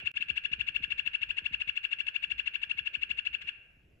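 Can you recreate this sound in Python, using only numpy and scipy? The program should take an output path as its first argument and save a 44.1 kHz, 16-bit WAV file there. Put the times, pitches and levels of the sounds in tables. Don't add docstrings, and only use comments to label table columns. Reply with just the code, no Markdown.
import sys
import numpy as np
from scipy import signal
from scipy.io import wavfile
from scipy.ndimage import uniform_filter1d

SR = 44100
rng = np.random.default_rng(int(sys.argv[2]) if len(sys.argv) > 2 else 0)


def pcm_store(signal):
    levels = np.round(np.clip(np.atleast_2d(signal), -1, 1) * 32767)
    wavfile.write(sys.argv[1], SR, levels.astype(np.int16).T)


def invert_db(level):
    return 10 ** (np.asarray(level, dtype=float) / 20)


N = 176400
LEAD_S = 0.024
QUIET_BAND_START_HZ = 8250
SKIP_START_S, SKIP_END_S = 3.4235, 3.468


def read(points, hz):
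    f, value = np.transpose(points)
    return np.interp(np.log(hz + 1), np.log(f + 1), value)


def evened(x):
    return x / np.sqrt(np.mean(x ** 2) + 1e-20)


def add(mix, s, sound):
    at = round(s * SR)
    part = mix[max(at, 0):][:len(sound) + min(at, 0)]
    part += sound[max(-at, 0):][:len(part)]


def smooth_noise(size, width):
    step = max(round(width / 2), 1)
    once = uniform_filter1d(rng.standard_normal(size), step)
    return evened(uniform_filter1d(once, step))


def note(sweep_chance, steady_chance, pitch_chance):
    after_s, attack_s, release_s = 0.0066, 0.0069, 0.0014
    t = np.arange(-LEAD_S, after_s, 1 / SR)
    u = (t + LEAD_S) / (LEAD_S + after_s)
    rough_start, rough_end = 0.7, 0.06
    steady_at = 0.4 + 0.04 * steady_chance
    rough = rough_end + (rough_start - rough_end) / (1 + np.exp((u - steady_at) / 0.08))

    peak_hz, sweep_per_s = 1486.7, 40 * (1 + 0.03 * sweep_chance)
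    lock = 0.1013 * np.tanh((t + 0.002) / 0.0041)
    hz = peak_hz * np.exp(sweep_per_s * t - lock + 0.015 * pitch_chance)
    wander, breath = rng.standard_normal((2, len(t)))
    jitter = 0.16 * rough * evened(uniform_filter1d(wander, size=50))
    turns = np.cumsum(hz * np.clip(1 + jitter, 0.3, 2)) / SR

    foot_stack = [-14.5, -2, -4.5, -2, -2, -4.5, -6, -5.5]
    top_stack = [1.92, -3.13, -6, -15.5, -13, -21, -16, -23]
    tone = np.zeros(len(t))
    for k, (low_db, top_db) in enumerate(zip(foot_stack, top_stack), start=1):
        tone += invert_db(low_db + (top_db - low_db) * u ** 2) * np.cos(2 * np.pi * k * turns)
    puffs = breath * (1 + np.cos(2 * np.pi * turns))
    drive = (1 - rough) * evened(tone) + 0.82 * rough * puffs

    swell_db = 9.5 * (u - 1)
    flutter_db = 5 * rough * smooth_noise(4096, 30)[:len(t)]
    attack = np.minimum((t + LEAD_S) / attack_s, 1)
    release = np.minimum((after_s - t) / release_s, 1)
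    return attack * release * invert_db(swell_db + flutter_db) * drive


def trill():
    # t/s, effort level/dB
    notes = [(-.0065, 0.5), (0.0725, -1), (0.1734, -1.2), (0.2244, -1.9), (0.303, -0.9),
             (0.3779, -1.1), (0.4554, -1.3), (0.5345, -1.4), (0.612, -1.2), (0.6877, -2),
             (0.764, -0.6), (0.8427, -1.9), (.921, -1.6), (0.9968, -1.25), (1.0742, -0.8),
             (1.1517, -1.35), (1.2321, -1.1), (1.3083, -1.4), (1.3859, -1.7), (1.4637, -1.5),
             (1.5437, -2), (1.6173, -2), (1.6937, -1.5),
             (1.7751, -2.7), (1.8511, -1), (1.931, -1.2), (2.0072, -1.9), (2.0846, -1.7),
                  (2.1624, -1.5), (2.2417, -1.8), (2.319, -2), (2.3988, -1.6), (2.4773, -1.8), (2.5566, -2),
                  (2.6358, -2.6), (2.7136, -1.7), (2.7914, -2), (2.873, -2.1), (2.953, -2), (3.0334, -2.3),
                  (3.113, -1.8), (3.191, -2.5), (3.2713, -2.2), (3.3492, -2.7), (3.4323, -1.5),
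                  (3.4897, -3.5)]
    folds = np.zeros(N + SR)
    for s in np.arange(-1, -0.05, 0.0775):
        add(folds, s + 1 - LEAD_S, note(*rng.standard_normal(3)))
    for s, effort_db in notes:
        add(folds, s + 1 - LEAD_S, invert_db(effort_db) * note(*rng.standard_normal(3)))
    return folds


def coloured(x, column):
    # f/Hz, width/Hz, left level/dB, right level/dB, room level/dB
    resonances = [(1060, 370, -39, -25.5, -19.5), (1395, 45, -26, -19, -15.5),
                  (1704, 230, -13.5, -18, -12.5), (2230, 284, -8, -20.5, -18), (2417, 490, -20.5, -7, -5.5),
                  (2732.6, 205, 4.5, -28.5, -2), (2947, 470, -30, -26, -21),
                  (3336, 250, -13.5, -19.5, -17.5), (3570, 360, -18.5, -32, -23),
                  (4162, 240, -24.5, -28.5, -26.5), (4690, 270, -29.5, -37, -28.5),
                  (5525, 1100, -38.5, -35, -26.5), (7050, 390, -39, -37, -52),
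                  (7820, 1200, -43, -40, -32.5)]
    hz = abs(np.fft.fftfreq(8192, 1 / SR))
    power = np.zeros(len(hz))
    for row in resonances:
        power += invert_db(2 * row[column]) / (1 + (2 * (hz - row[0]) / row[1]) ** 2) ** 2
    log_gain = np.log(power / (1 + (hz / QUIET_BAND_START_HZ) ** 80) + 1e-13) / 2
    taps = np.fft.ifft(np.exp(np.conj(signal.hilbert(log_gain)))).real[:4096]
    return signal.oaconvolve(x, taps)[:N]


def glass_reflections(folds):
    # delay t/s, left gain, right gain
    panes = [(.0031, 0.022, 0.26), (.0058, -0.0041, 0.77), (0.012, -0.033, -0.28), (0.016, 0.051, -0.053)]
    right_lag_s, right_db = 0.00014, -5.5
    near = []
    for side in (0, 1):
        taps = np.zeros(6000)
        taps[0] = 1
        for row in panes:
            taps[round(row[0] * SR)] = row[1 + side]
        heard = signal.oaconvolve(folds, taps)[SR - round(side * right_lag_s * SR):]
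        near.append(invert_db(side * right_db) * coloured(heard, column=2 + side))
    return invert_db(-35) * evened(np.array(near))


def tank_ring(folds):
    t60, edge_hz = 0.051, 9200
    age = np.arange(6000) / SR
    sides = []
    for level_db in (-48, -52):
        ring = invert_db(-60 * age / t60) * rng.standard_normal(len(age)) * (age > 0.002)
        ring = signal.lfilter(*signal.butter(1, edge_hz, fs=SR), ring)
        heard = signal.oaconvolve(folds, ring)[SR:]
        sides.append(invert_db(level_db) * evened(coloured(heard, column=3)))
    return np.array(sides)


def room(folds):
    # f/Hz, t60/s
    decay = [(1000, 0.93), (2700, 0.85), (3300, 0.55), (3700, 0.71), (5000, 0.17), (8000, .2)]
    hz, t, z = signal.stft(rng.standard_normal((2, SR)), SR, nperseg=256)
    fade = invert_db(-60 * t / read(decay, hz)[:, None]) * (t > 0.012)
    tail = signal.istft(z * fade, SR, nperseg=256)[1]
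    wet = signal.fftconvolve(folds[None], tail, axes=1)
    far = np.array([coloured(x[SR:], column=4) for x in wet])
    return invert_db(-50) * evened(far)


def skipped(close):
    t = np.arange(N) / SR
    enter = np.clip((t - SKIP_START_S) * 1500 + 1, 0, 1)
    leave = np.clip((SKIP_END_S - t) * 250, 0, 1)
    jumped = enter * leave
    return (1 - jumped) * close + jumped * np.roll(close, round(0.067 * SR), axis=1)


def frog():
    folds = trill()
    close = glass_reflections(folds) + tank_ring(folds)
    return skipped(close) + room(folds)


def floor():
    # f/Hz, coherence
    coherence = [(40, .985), (250, .8), (600, .2), (2000, .4), (8000, .5)]
    # f/Hz, level/dB per Hz
    rumble = [(25, -12), (40, 0), (230, -14.5), (600, -20.5), (1100, -36), (2700, -21), (3700, -41.5),
              (8200, -45.5)]
    # t/s, level/dB
    grip = [(0.0, -61.5), (0.21, -70.5), (0.7, -67), (0.78, -64.5), (1.21, -69.5), (1.44, -66.5),
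            (1.57, -67), (1.88, -71), (2.16, -71.5), (2.35, -69), (2.75, -71.5), (2.91, -67.5), (3.44, -67),
            (3.58, -68), (3.79, -71), (4.0, -66)]
    frames, hz = N // 512 + 5, np.fft.rfftfreq(2048, 1 / SR)
    a, b, c, d, patches = rng.standard_normal((frames, 1025, 5)).T
    patches = uniform_filter1d(patches, size=12, axis=0)
    patches = evened(uniform_filter1d(patches, size=5, axis=1))
    same = read(coherence, hz)[:, None]
    left = a + 1j * b
    right = same * left + np.sqrt(1 - same ** 2) * (c + 1j * d)
    z = np.array([left, right]) * invert_db(2.1 * patches)

    grip_db = np.interp(np.arange(frames) * 512 / SR, *np.transpose(grip))
    z = z * invert_db((grip_db - grip_db.mean()) / (1 + (hz[:, None] / 490) ** 4))
    low = invert_db(read(rumble, hz)) * (hz < QUIET_BAND_START_HZ)
    high = np.exp(-((hz - 11500) / 2100) ** 2) * (hz > 9600) * (hz < 13100)
    out = np.zeros((2, N))
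    for level_db, gain in ((-65, low), (-93, high)):
        noise = signal.istft(z * gain[:, None], nperseg=2048, noverlap=1536)[1][:, :N]
        out += invert_db(level_db) * evened(noise)
    return out


def thumps():
    # t/s, peak level/dB, sinking/octaves, t60/s
    knocks = [(0.023, -44.5, 4.1, 0.15), (0.198, -48.5, 2.86, 0.085), (0.261, -54.5, 1.3, 0.11),
              (.294, -43, 3.67, 0.25), (0.428, -60, 1.27, 0.3), (0.512, -48.5, 2.53, 0.42),
              (0.583, -45, 2.62, 0.25), (0.629, -63, 2.2, 0.23), (0.699, -45, 1.2, 0.04),
              (0.757, -50.5, 0.93, 0.24), (0.802, -45.5, 2.7, 0.12), (0.875, -52, 2.7, 0.1),
              (.988, -56, 2, 0.3), (1.063, -49.5, 2.72, 0.19), (1.21, -52.5, 1.5, 0.14),
              (1.414, -52.5, 3.56, 0.34), (1.509, -48, 2.32, 0.33), (1.67, -53, 2.5, 0.2),
              (1.943, -67, 1.54, 0.24), (2.324, -52.5, 0.5, 0.64), (2.67, -55, 1.6, 0.14),
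              (2.746, -55.5, 2.54, 0.26), (2.805, -52, 1.7, 0.2), (2.97, -49, 2.25, 0.19),
              (3.095, -51, 3, 0.3), (3.302, -53, 0.69, 0.27), (3.44, -50, 2.5, 0.14),
              (3.766, -55, 2.3, 0.28), (3.84, -56, 1.9, 0.21), (3.93, -56, 1.93, 0.15)]
    end_hz, sink_s, tilt_db = 60.9, 0.007, -2.5
    out, t = np.zeros(N), np.arange(SR // 2) / SR
    for s, db, octaves, t60 in knocks:
        hz = end_hz * (1 + (2 ** octaves - 1) * np.exp(-t / sink_s))
        wobble = 1 + 0.3 * smooth_noise(len(t), 150)
        onset = 1 - np.exp(-(t / 0.002) ** 2)
        shape = onset * invert_db(db - 60 * t / t60 + tilt_db * np.log2(hz / end_hz))
        add(out, s, shape * wobble * np.sin(2 * np.pi * np.cumsum(hz) / SR))
    return out


def ticks():
    # t/s, level/dB
    scrapes = [
        (1.3094, -84),
        (1.9964, -65),
        (2.6524, -72),
        (3.9843, -84),
    ]
    centre_hz, width_hz, t60 = 11600, 1500, 0.025
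    out, t = np.zeros(N), np.arange(SR // 2) / SR
    for s, db in scrapes:
        grit = smooth_noise(len(t), SR / width_hz)
        shape = invert_db(db - 60 * t / t60) * np.minimum(t / 0.001, 1)
        add(out, s, shape * grit * np.sin(2 * np.pi * centre_hz * t))
    return out


def scene():
    return frog() + floor() + thumps() + ticks()


def top_cut(x):
    return signal.sosfilt(signal.butter(12, 15800, fs=SR, output="sos"), x)


def record(dry):
    dropout_start_s, dropout_end_s, leak_db = 0.1165, 0.1396, -30
    n = np.arange(N)
    recovery = np.clip((n / SR - dropout_end_s) / 0.0002, invert_db(leak_db), 1)
    kept = dry * np.where(n < dropout_start_s * SR, 1, recovery)
    click = invert_db(-46) * (n == 4)
    click = click + invert_db(-55) * (n == int(dropout_start_s * SR))
    click = click + invert_db(-53) * (n == round(SKIP_START_S * SR))
    return top_cut(kept + click)


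dry = scene()
out = record(dry)
pcm_store(out)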